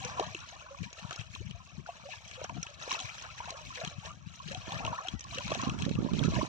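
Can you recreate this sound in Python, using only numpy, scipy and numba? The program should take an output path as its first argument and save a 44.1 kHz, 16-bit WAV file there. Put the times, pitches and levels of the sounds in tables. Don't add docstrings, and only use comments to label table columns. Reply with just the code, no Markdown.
import sys
import numpy as np
from scipy import signal
from scipy.fft import rfft, irfft, next_fast_len
from scipy.io import wavfile
from scipy.ndimage import uniform_filter1d
from numba import njit

SR = 44100
rng = np.random.default_rng(int(sys.argv[2]) if len(sys.argv) > 2 else 0)


def pcm_store(signal):
    levels = np.round(np.clip(np.atleast_2d(signal), -1, 1) * 32767)
    wavfile.write(sys.argv[1], SR, levels.astype(np.int16).T)


def how_loud(loudness_db):
    steps = np.asarray(loudness_db, float) / 20
    return 10 ** steps


N = 285768
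TIME = np.arange(N) / SR

# (time [s], fizz level [dB], gurgle level [dB], hold [s]), before layer offsets
WAVELETS = [(0.0, -44.5, -41, 0.11), (0.195, -43.5, -33.5, 0.0094), (0.293, -49.5, -55, 0.11),
            (0.44, -55.5, -51, 0.31), (0.847, -50, -51.5, 0.0094), (0.975, -51.5, -48.5, 0.074),
            (1.12, -50.5, -44.5, 0.017), (1.2, -46.5, -63, 0.0059), (1.35, -46, -77, 0.0028),
            (1.616, -81, -62, .03), (1.874, -54.5, -50.5, 0.13), (2.099, -47.5, -50.5, 0.041),
            (2.249, -49, -50.5, 0.15), (2.438, -49, -43.5, 0.015), (2.573, -51.5, -52.5, 0.17),
            (2.838, -46, -41, 0.06), (2.942, -35, -40.5, 0.01), (3.013, -45.5, -46.5, 0.26),
            (3.409, -50, -41.5, 0.15), (3.574, -46.5, -79, 0.22), (3.79, -48.5, -41.5, 0.083),
            (4.059, -45, -43.5, 0.0035), (4.27, -56.5, -58, 0.16), (4.491, -49, -49, 0.12),
            (4.685, -44.5, -37.5, 0.14), (4.844, -50.5, -36.5, 0.14), (5.046, -51, -50.5, 0.083),
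            (5.334, -42.5, -43, 0.11), (5.496, -45, -37, 0.15), (5.657, -53.5, -42, 0.13),
            (5.742, -48, -56, 0.15), (5.974, -52.5, -49.5, 0.13), (6.148, -44, -43.5, 0.14),
            (6.36, -39.5, -36.5, 0.038)]


def lag_at(hz, place):
    mean_samples, spread_samples = 15.52, 4.97
    pitch_factor = 0.55 + 0.5 / (1 + (1600 / hz) ** 6)
    return (mean_samples + spread_samples * place) * pitch_factor


@njit
def ring(start, gain, hz0, hz1, swell, fade, phase, lag, shape):
    out = np.zeros((2, N))
    for g in range(len(start)):
        span = swell[g] + fade[g]
        for c in range(2):
            t0 = start[g] + (1 - c) * lag[g] / SR
            first = max(int(t0 * SR) + 1, 0)
            last = min(int((t0 + swell[g] + 5 * fade[g]) * SR) + 2, N)
            for i in range(first, last):
                t = i / SR - t0
                if t < swell[g]:
                    env = np.sin(np.pi / 2 * t / swell[g]) ** 2
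                else:
                    env = np.exp(-((t - swell[g]) / fade[g]) ** shape)
                u = min(t, span)
                glide = t - u + (u * u / 2 + u ** 3 / (3 * span)) / (2 * span)
                turns = hz0[g] * t + (hz1[g] - hz0[g]) * glide
                out[c, i] += gain[g] * env * np.sin(2 * np.pi * turns + phase[g])
    return out


def colour(x, hz, db):
    size = next_fast_len(N + 4096)
    f = np.arange(size // 2 + 1) * SR / size + 1
    gain = how_loud(np.interp(np.log(f), np.log(hz), db))
    return irfft(rfft(x, size) * gain, size)[:N]


def walk(rate_hz):
    k = int(SR / rate_hz)
    steps = np.repeat(rng.standard_normal(N // k + 1), k)
    steps = uniform_filter1d(uniform_filter1d(steps, k), k)[:N]
    return steps / steps.std()


def breeze(count=800):
    # (time [s], left level [dB], right level [dB])
    gusts = [(0.0, -47, -56.5), (0.6, -61, -66), (1.2, -61, -69.5), (1.44, -46.5, -62), (1.7, -54, -69),
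             (2.3, -55, -61.5), (2.52, -47, -62), (2.75, -60.5, -68), (3.6, -53, -59.5), (4.0, -54.5, -63),
             (4.45, -53.5, -59), (4.68, -54, -53), (4.86, -43.5, -40.5), (5.04, -57, -73),
             (5.5, -52.5, -39), (5.76, -38, -40.5), (6.3, -47, -33.5), (6.48, -60, -41.5)]
    # (time [s], peak [dB], pitch [Hz])
    strong_eddies = [
        [(0.056, -31.5, 167), (0.271, -34.5, 149), (0.808, -31, 173), (0.82, -26, 150), (0.831, -32, 153),
         (0.864, -33.5, 165), (1.051, -29, 147), (1.196, -28.5, 111), (1.304, -38.5, 104), (1.407, -29.5, 98),
         (1.468, -32.5, 120), (1.508, -37, 152), (1.549, -32.5, 92), (1.783, -31.5, 161), (1.797, -35.5, 153),
         (2.553, -37, 198), (2.568, -30.5, 209), (2.584, -26.5, 173), (2.602, -38, 170), (3.047, -34, 120),
         (3.84, -34, 135), (3.875, -31, 150), (3.985, -30.5, 124), (4.088, -35.5, 134), (4.272, -31.5, 146),
         (4.463, -29, 129), (4.512, -32.5, 174), (4.579, -31, 128), (4.765, -29.5, 126), (4.848, -30.5, 119),
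         (4.875, -30, 106), (4.909, -32, 117), (5.14, -21, 119), (5.462, -26.5, 145), (5.69, -27.5, 150),
         (5.823, -22.5, 183), (5.942, -23, 142), (5.958, -22.5, 108), (6.004, -25, 121), (6.138, -21.5, 192)],
        [(4.681, -28, 224), (5.36, -33, 141), (5.636, -23.5, 230), (5.674, -19.5, 211), (5.72, -26, 181),
         (5.745, -25, 190), (5.834, -22, 149), (5.866, -21.5, 190), (5.884, -24.5, 230), (5.912, -20.5, 205),
         (5.979, -23.5, 138), (5.989, -19.5, 224), (6.0, -45, 160), (6.03, -21.5, 247), (6.05, -19.5, 220),
         (6.118, -21, 167), (6.135, -19, 190), (6.149, -21, 155), (6.187, -22, 180), (6.201, -23, 238),
         (6.215, -19.5, 211), (6.223, -19.5, 164), (6.23, -22, 149), (6.251, -17, 218), (6.258, -18.5, 180),
         (6.279, -21, 130), (6.285, -19.5, 210), (6.367, -21.5, 132), (6.383, -21.5, 192), (6.432, -19.5, 295)],
    ]
    # swell at -30 dB, and its change per dB above that
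    swell_cycles, swell_cycles_per_db = (0.95, 0.24), (-0.0549, 0.12)
    train_db, train_spread_s = -11.5, 0.014
    s, *level = np.transpose(gusts)
    out = []
    for port in range(2):
        level_db = np.interp(TIME, s, level[port])

        at, db, hz = np.array(strong_eddies[port], float).T
        n = rng.standard_normal((3, 3, len(at)))
        at = np.append(at, at + train_spread_s * n[0])
        db = np.append(db, db + train_db + 2.3 * n[1])
        hz = np.append(hz, hz * np.exp(0.41 * n[2]))
        cycles = swell_cycles[port] + swell_cycles_per_db[port] * (db + 30)
        swell = np.maximum(cycles, 0.2) / hz

        u, size = rng.random((2, count)), rng.exponential(size=count)
        weak_s = u[0] * N / SR
        gust_db = np.interp(weak_s, TIME, level_db)
        weak_hz = 75 * 2.59 ** u[1] * how_loud(0.35 * (gust_db + 52.5))
        at = np.append(at, weak_s)
        db = np.append(db, gust_db - 0.7 + 4 * np.minimum(size, 2.5))
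        hz = np.append(hz, weak_hz)
        swell = np.append(swell, 1 / weak_hz)

        phase = -np.pi / 2 - 2 * np.pi * hz * swell
        fade = (1.05, 0.72)[port] * swell
        sucks = ring(at - swell, how_loud(db), hz, hz, swell, fade, phase, 0 * at, 2.0)[1]
        sucks = sucks - 4 * (sucks ** 2 - uniform_filter1d(sucks ** 2, size=400))

        rumble = colour(rng.standard_normal(N), [20, 50, 120, 200, 350, 900], [-14, 12, 11, 4, -6.5, -81])
        rumble = how_loud(level_db + 4.5 + 8.2 * walk(11)) * rumble
        boil = colour(rng.standard_normal(N), [120, 300, 900], [-10, 12, -30])
        boil = how_loud(1.5 * level_db - 32) * boil
        out.append(sucks + boil + rumble)
    return np.array(out)


def whistle():
    # (start [s], peak [dB], first pitch [Hz], last pitch [Hz], swell plus fade time [ms])
    far_note = [(5.12, -52.5, 2040., 1720., 135.)]
    s, db, hz0, hz1, length_ms = np.transpose(far_note)
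    half_s = length_ms / 2000
    return ring(s, how_loud(db), hz0, hz1, half_s, half_s, 0 * s, lag_at(hz0, 0), 2.1)


def wash(low_db, high_db):
    out = 0
    for hz in 640 * 2 ** np.arange(0, 4.8, 0.52):
        near, far = rng.standard_normal(N), rng.standard_normal((2, N))
        shared = np.array([np.roll(near, int(lag_at(hz, 0))), near])
        sos = signal.butter(2, [hz / 1.19, hz * 1.19], "bandpass", fs=SR, output="sos")
        band = signal.sosfilt(sos, shared + 0.5 * far)
        level_db = low_db if hz < 1700 else high_db
        out = out + how_loud(level_db + 2 * walk(25)) * band
    return out


def swarm(level_db, lo_hz, hi_hz, cycles, glide, scatter_db, count):
    u, size = rng.random((4, count)), rng.exponential(size=count)
    s, hz = u[0] * N / SR, lo_hz * (hi_hz / lo_hz) ** u[1]
    last_hz = hz * (1 + glide * (2 * u[3] - 0.5))
    fade = cycles * (1.1 + 1.49 * u[2]) / hz
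    swell = 0.17 * fade + 0.69 / hz
    gain = how_loud(np.interp(s, TIME, level_db) + scatter_db * np.minimum(size, 3.1))
    lag = lag_at(hz, rng.standard_normal(count))
    return ring(s, gain, hz, last_hz, swell, fade, 2 * np.pi * u[3], lag, 0.71)


def small_bubbles(gurgle_db):
    level_db = gurgle_db + 1.7 * walk(18) - 9.5
    return swarm(level_db, 600, 1800, cycles=5.0, glide=0.16, scatter_db=3.3, count=2000)


def foam(patchy_db):
    return swarm(patchy_db - 6.5, 1620, 15500, cycles=4.5, glide=0.08, scatter_db=4.0, count=11000)


def spray(patchy_db):
    return swarm(patchy_db + 2.5, 3500, 12500, cycles=1.1, glide=0, scatter_db=3.9, count=1800)


def smacks(count=28):
    # (time [s], peak [dB], centre pitch [Hz])
    slaps = [(0.0484, -21, 5660), (0.197, -21, 3600), (0.3475, -23.5, 2760), (0.929, -28.5, 5780),
             (1.1089, -22, 1740), (1.1278, -26, 3280), (1.16, -28, 5640), (1.2112, -32.5, 2670),
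             (1.35, -27.5, 3500), (1.5098, -31.5, 2980), (2.313, -29.5, 2200), (2.4408, -24.5, 5780),
             (2.495, -31.5, 2080), (2.6294, -19, 5640), (2.6278, -37.5, 2320), (2.6669, -32.5, 2700),
             (2.9084, -22.5, 2840), (2.927, -18.5, 2840), (2.936, -24, 3150), (2.991, -25, 3640),
             (3.0013, -21, 3650), (3.222, -27, 5860), (3.5048, -20.5, 5560), (3.8484, -21.5, 3340),
             (3.8748, -27, 3170), (4.477, -31, 2650), (4.547, -24.5, 3350), (4.7213, -24.5, 3470),
             (4.8495, -23.5, 2790), (4.8639, -23.5, 2820), (5.0724, -31, 2930), (5.084, -21, 3180),
             (5.1934, -28, 6080), (5.2076, -26.5, 5720), (5.241, -30.5, 4920), (5.345, -29, 2910),
             (5.384, -19, 2730), (5.478, -25, 3760), (5.5179, -26.5, 3380), (5.5475, -18.5, 3710),
             (5.6154, -22, 5920), (5.679, -30.5, 3660), (5.696, -22, 2780), (5.788, -29.5, 3280),
             (5.822, -20.5, 3250), (5.8516, -26.5, 4000), (5.893, -27, 3580), (5.9525, -31.5, 2710),
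             (6.134, -28.5, 3520), (6.191, -24, 3400), (6.237, -21.5, 2640), (6.253, -27.5, 6030),
             (6.352, -26.5, 3140)]
    s, db, hz = np.repeat(np.array(slaps, float), count, axis=0).T
    u, n = rng.random((3, len(s))), rng.standard_normal(len(s))
    cluster_s = np.full(len(s), 0.001834)
    pitch = np.clip(hz * np.exp(0.433 * n * abs(n) / 1.32), 500, 15500)
    place = 0.5 * np.repeat(rng.standard_normal(len(slaps)), count)
    lag = lag_at(pitch, place)

    first = slice(None, None, count)
    snap_s = s[first] + 0.12 * cluster_s[first]
    bright = np.full(len(slaps), 9000.0)
    snap = ring(snap_s, how_loud(db[first] + 9), bright, bright, 0.068 / bright, 0.67 / bright,
                0 * bright, lag[first], 1.0)
    snap = snap - uniform_filter1d(snap, size=25)

    start = s + 1.6 * cluster_s * u[0] * u[2]
    gain = how_loud(db - 11 - 4.3 * n ** 2)
    cluster = ring(start, gain, pitch, pitch, 0.7 / pitch, 0.35 * cluster_s, 2 * np.pi * u[1], lag, 0.17)
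    return snap + cluster


def bubbles():
    # (time in the swell [s], peak [dB], first pitch [Hz], last pitch [Hz], nominal length [ms])
    air_pockets = [(0.016, -37.5, 762, 800, 26.7), (0.048, -45.5, 493, 500, 18),
                   (0.196, -16, 790, 736, 4.3), (0.135, -48, 986, 1050, 32), (0.204, -36.5, 313, 592, 12.1),
                   (0.232, -41, 1070, 1180, 5.9), (0.258, -40.5, 704, 730, 11), (0.349, -49, 370, 304, 9.8),
                   (0.411, -50, 1420, 1480, 18), (0.525, -44, 680, 810, 11.3),
                   (0.746, -40.5, 1095, 1080, 4.2), (0.86, -51, 943, 975, 30), (0.707, -46.5, 550, 560, 27),
                   (1.034, -46.5, 830, 1350, 17), (1.109, -40, 670, 780, 13), (1.121, -41, 1350, 1410, 4.1),
                   (1.36, -39.5, 1020, 1060, 2.9), (1.402, -54, 253, 625, 23), (1.548, -48, 690, 690, 19),
                   (1.602, -49.5, 1027, 1040, 12), (1.722, -54, 670, 750, 9.9), (1.76, -59, 704, 1075, 25),
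                   (1.862, -37.5, 1470, 1440, 2.9), (1.872, -43, 718, 1130, 20),
                   (1.889, -27.5, 742, 682, 8.9), (2.052, -45.5, 538, 618, 36),
                   (2.087, -35.5, 723, 750, 8.2), (2.137, -43, 880, 906, 6.1), (2.375, -51, 514, 528, 24),
                   (2.415, -34, 600, 625, 6.6), (2.443, -30.5, 700, 730, 5.4),
                   (2.446, -32, 1520, 1600, 1.7), (2.494, -35.5, 1030, 870, 9), (2.5, -42, 660, 710, 13.6),
                   (2.566, -39.5, 724, 710, 11.5), (2.632, -45, 1400, 1350, 8.8),
                   (2.645, -48, 623, 1305, 26), (2.685, -53, 590, 578, 24.6), (2.877, -35, 646, 530, 2.7),
                   (2.914, -29.5, 1030, 1070, 6.9), (2.947, -29.5, 900, 890, 4.1),
                   (2.98, -41, 1350, 1360, 8.4), (3.085, -49.5, 1280, 1320, 20), (3.005, -37, 803, 723, 14),
                   (3.403, -30, 864, 986, 5.2), (3.54, -51, 500, 660, 22), (3.77, -54.5, 514, 465, 35),
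                   (3.477, -38, 707, 1080, 15.8), (3.704, -42, 1090, 1015, 11),
                   (3.725, -46, 1280, 1360, 6.9), (3.814, -31, 650, 663, 11.3),
                   (3.815, -44, 1320, 1480, 12), (3.834, -33, 680, 734, 9.4), (4.027, -43.5, 740, 974, 15),
                   (4.104, -40.5, 1200, 1200, 13), (4.4, -41, 1010, 1110, 9.4),
                   (4.511, -42.5, 570, 550, 14), (4.551, -33.5, 730, 750, 14.4),
                   (4.72, -30.5, 797, 810, 8.6), (4.756, -28.5, 1800, 1800, 5.3), (4.805, -28, 810, 790, 6),
                   (4.851, -38, 710, 704, 13.6), (4.875, -31, 1060, 1070, 9.4),
                   (4.928, -27.5, 846, 986, 6.5), (4.979, -32, 1770, 1840, 7),
                   (4.986, -30.5, 1040, 1070, 5.8), (5.048, -32.5, 706, 783, 17.7),
                   (5.248, -44, 1080, 1050, 10), (5.375, -41, 500, 594, 20), (5.32, -44, 680, 696, 18),
                   (5.405, -38, 980, 990, 7.7), (5.515, -32.5, 1060, 1190, 9.8),
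                   (5.518, -22.5, 660, 640, 5.1), (5.553, -27, 720, 710, 5.7),
                   (5.595, -33.5, 1050, 1090, 9.6), (5.699, -37.5, 1305, 1066, 11.6),
                   (5.978, -42, 1110, 1230, 7.2), (5.875, -40.5, 550, 563, 13),
                   (6.087, -36, 960, 1010, 6.5), (6.229, -31, 1540, 1550, 3.9), (6.24, -41, 1246, 1440, 22),
                   (6.339, -40, 1040, 947, 16), (6.388, -25.5, 670, 600, 6.3),
                   (6.412, -26.5, 950, 1106, 6.9)]
    s, db, hz0, hz1, length_ms = np.array(air_pockets, float).T
    chance = rng.random((2, len(s)))
    length = np.maximum(length_ms, 2) / 1000
    lag = lag_at(hz0, 2 * chance[1] - 1)
    return ring(s - 0.1485 * length, how_loud(db), hz0, hz1, 0.48 * length, 0.84 * length,
                2 * np.pi * chance[0], lag, 1.08)


def stones(x, level_db=-7.5):
    t60_s = 0.02
    tail = rng.standard_normal((2, 1024)) * np.exp(-np.log(1000) * TIME[:1024] / t60_s)
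    tail = tail / np.sqrt(np.sum(tail ** 2, axis=1, keepdims=True))
    return x + how_loud(level_db) * signal.fftconvolve(x, tail, axes=1)[:, :N]


def surge(peak_db, fall_db_per_s, calm_db):
    rise_db_per_s = 215
    t = TIME[::64]
    power = how_loud(calm_db) ** 2
    for (s, _, _, hold_s), db in zip(WAVELETS, peak_db):
        before_s, after_s = np.maximum(s - t, 0), np.maximum(t - s - hold_s, 0)
        below_db = rise_db_per_s * before_s + fall_db_per_s * after_s
        power = power + how_loud(db - below_db) ** 2
    return np.interp(TIME, t, 10 * np.log10(power))


def water():
    _, fizz_peak_db, gurgle_peak_db, _ = np.transpose(WAVELETS)
    fizz_db = surge(fizz_peak_db, fall_db_per_s=170, calm_db=-59.5)
    gurgle_db = surge(gurgle_peak_db, fall_db_per_s=149, calm_db=-59.5)
    patchy_db = fizz_db + 2.4 * walk(80) + 2.1 * walk(30)
    hiss = wash(gurgle_db - 10.5, (fizz_db + patchy_db) / 2 - 2.5)
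    swarms = small_bubbles(gurgle_db) + foam(patchy_db) + spray(patchy_db)
    return hiss + stones(swarms + smacks() + bubbles())


def scene():
    # (frequency [Hz], left level [dB], right level [dB])
    port_response = [(347, 6, 8), (500, 5.5, 5.5), (740, -6, -9), (1126, 7, 3), (1200, 2, -3.5),
                     (1512, 2, 0), (2020, -3, -9.5), (2560, 2.5, -1.5), (4090, 1.5, -3.5),
                     (4670, -8.5, -3.5), (6190, -2.5, 2.5), (7420, -8, -10), (8700, -16.5, -58),
                     (9020, -34.5, -63), (12300, -28, -26), (15300, -46, -30)]
    hz, *response = np.transpose(port_response)
    heard = [colour(x, hz, db) for x, db in zip(whistle() + water(), response)]
    return breeze() + np.array(heard)


def low_pass(x):
    return signal.sosfilt(signal.butter(12, 15850, fs=SR, output="sos"), x)


def record(dry):
    low_cut = signal.butter(2, 60, "highpass", fs=SR, output="sos")
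    mix = signal.sosfilt(low_cut, dry)
    return low_pass(mix)


dry = scene()
out = record(dry)
pcm_store(out)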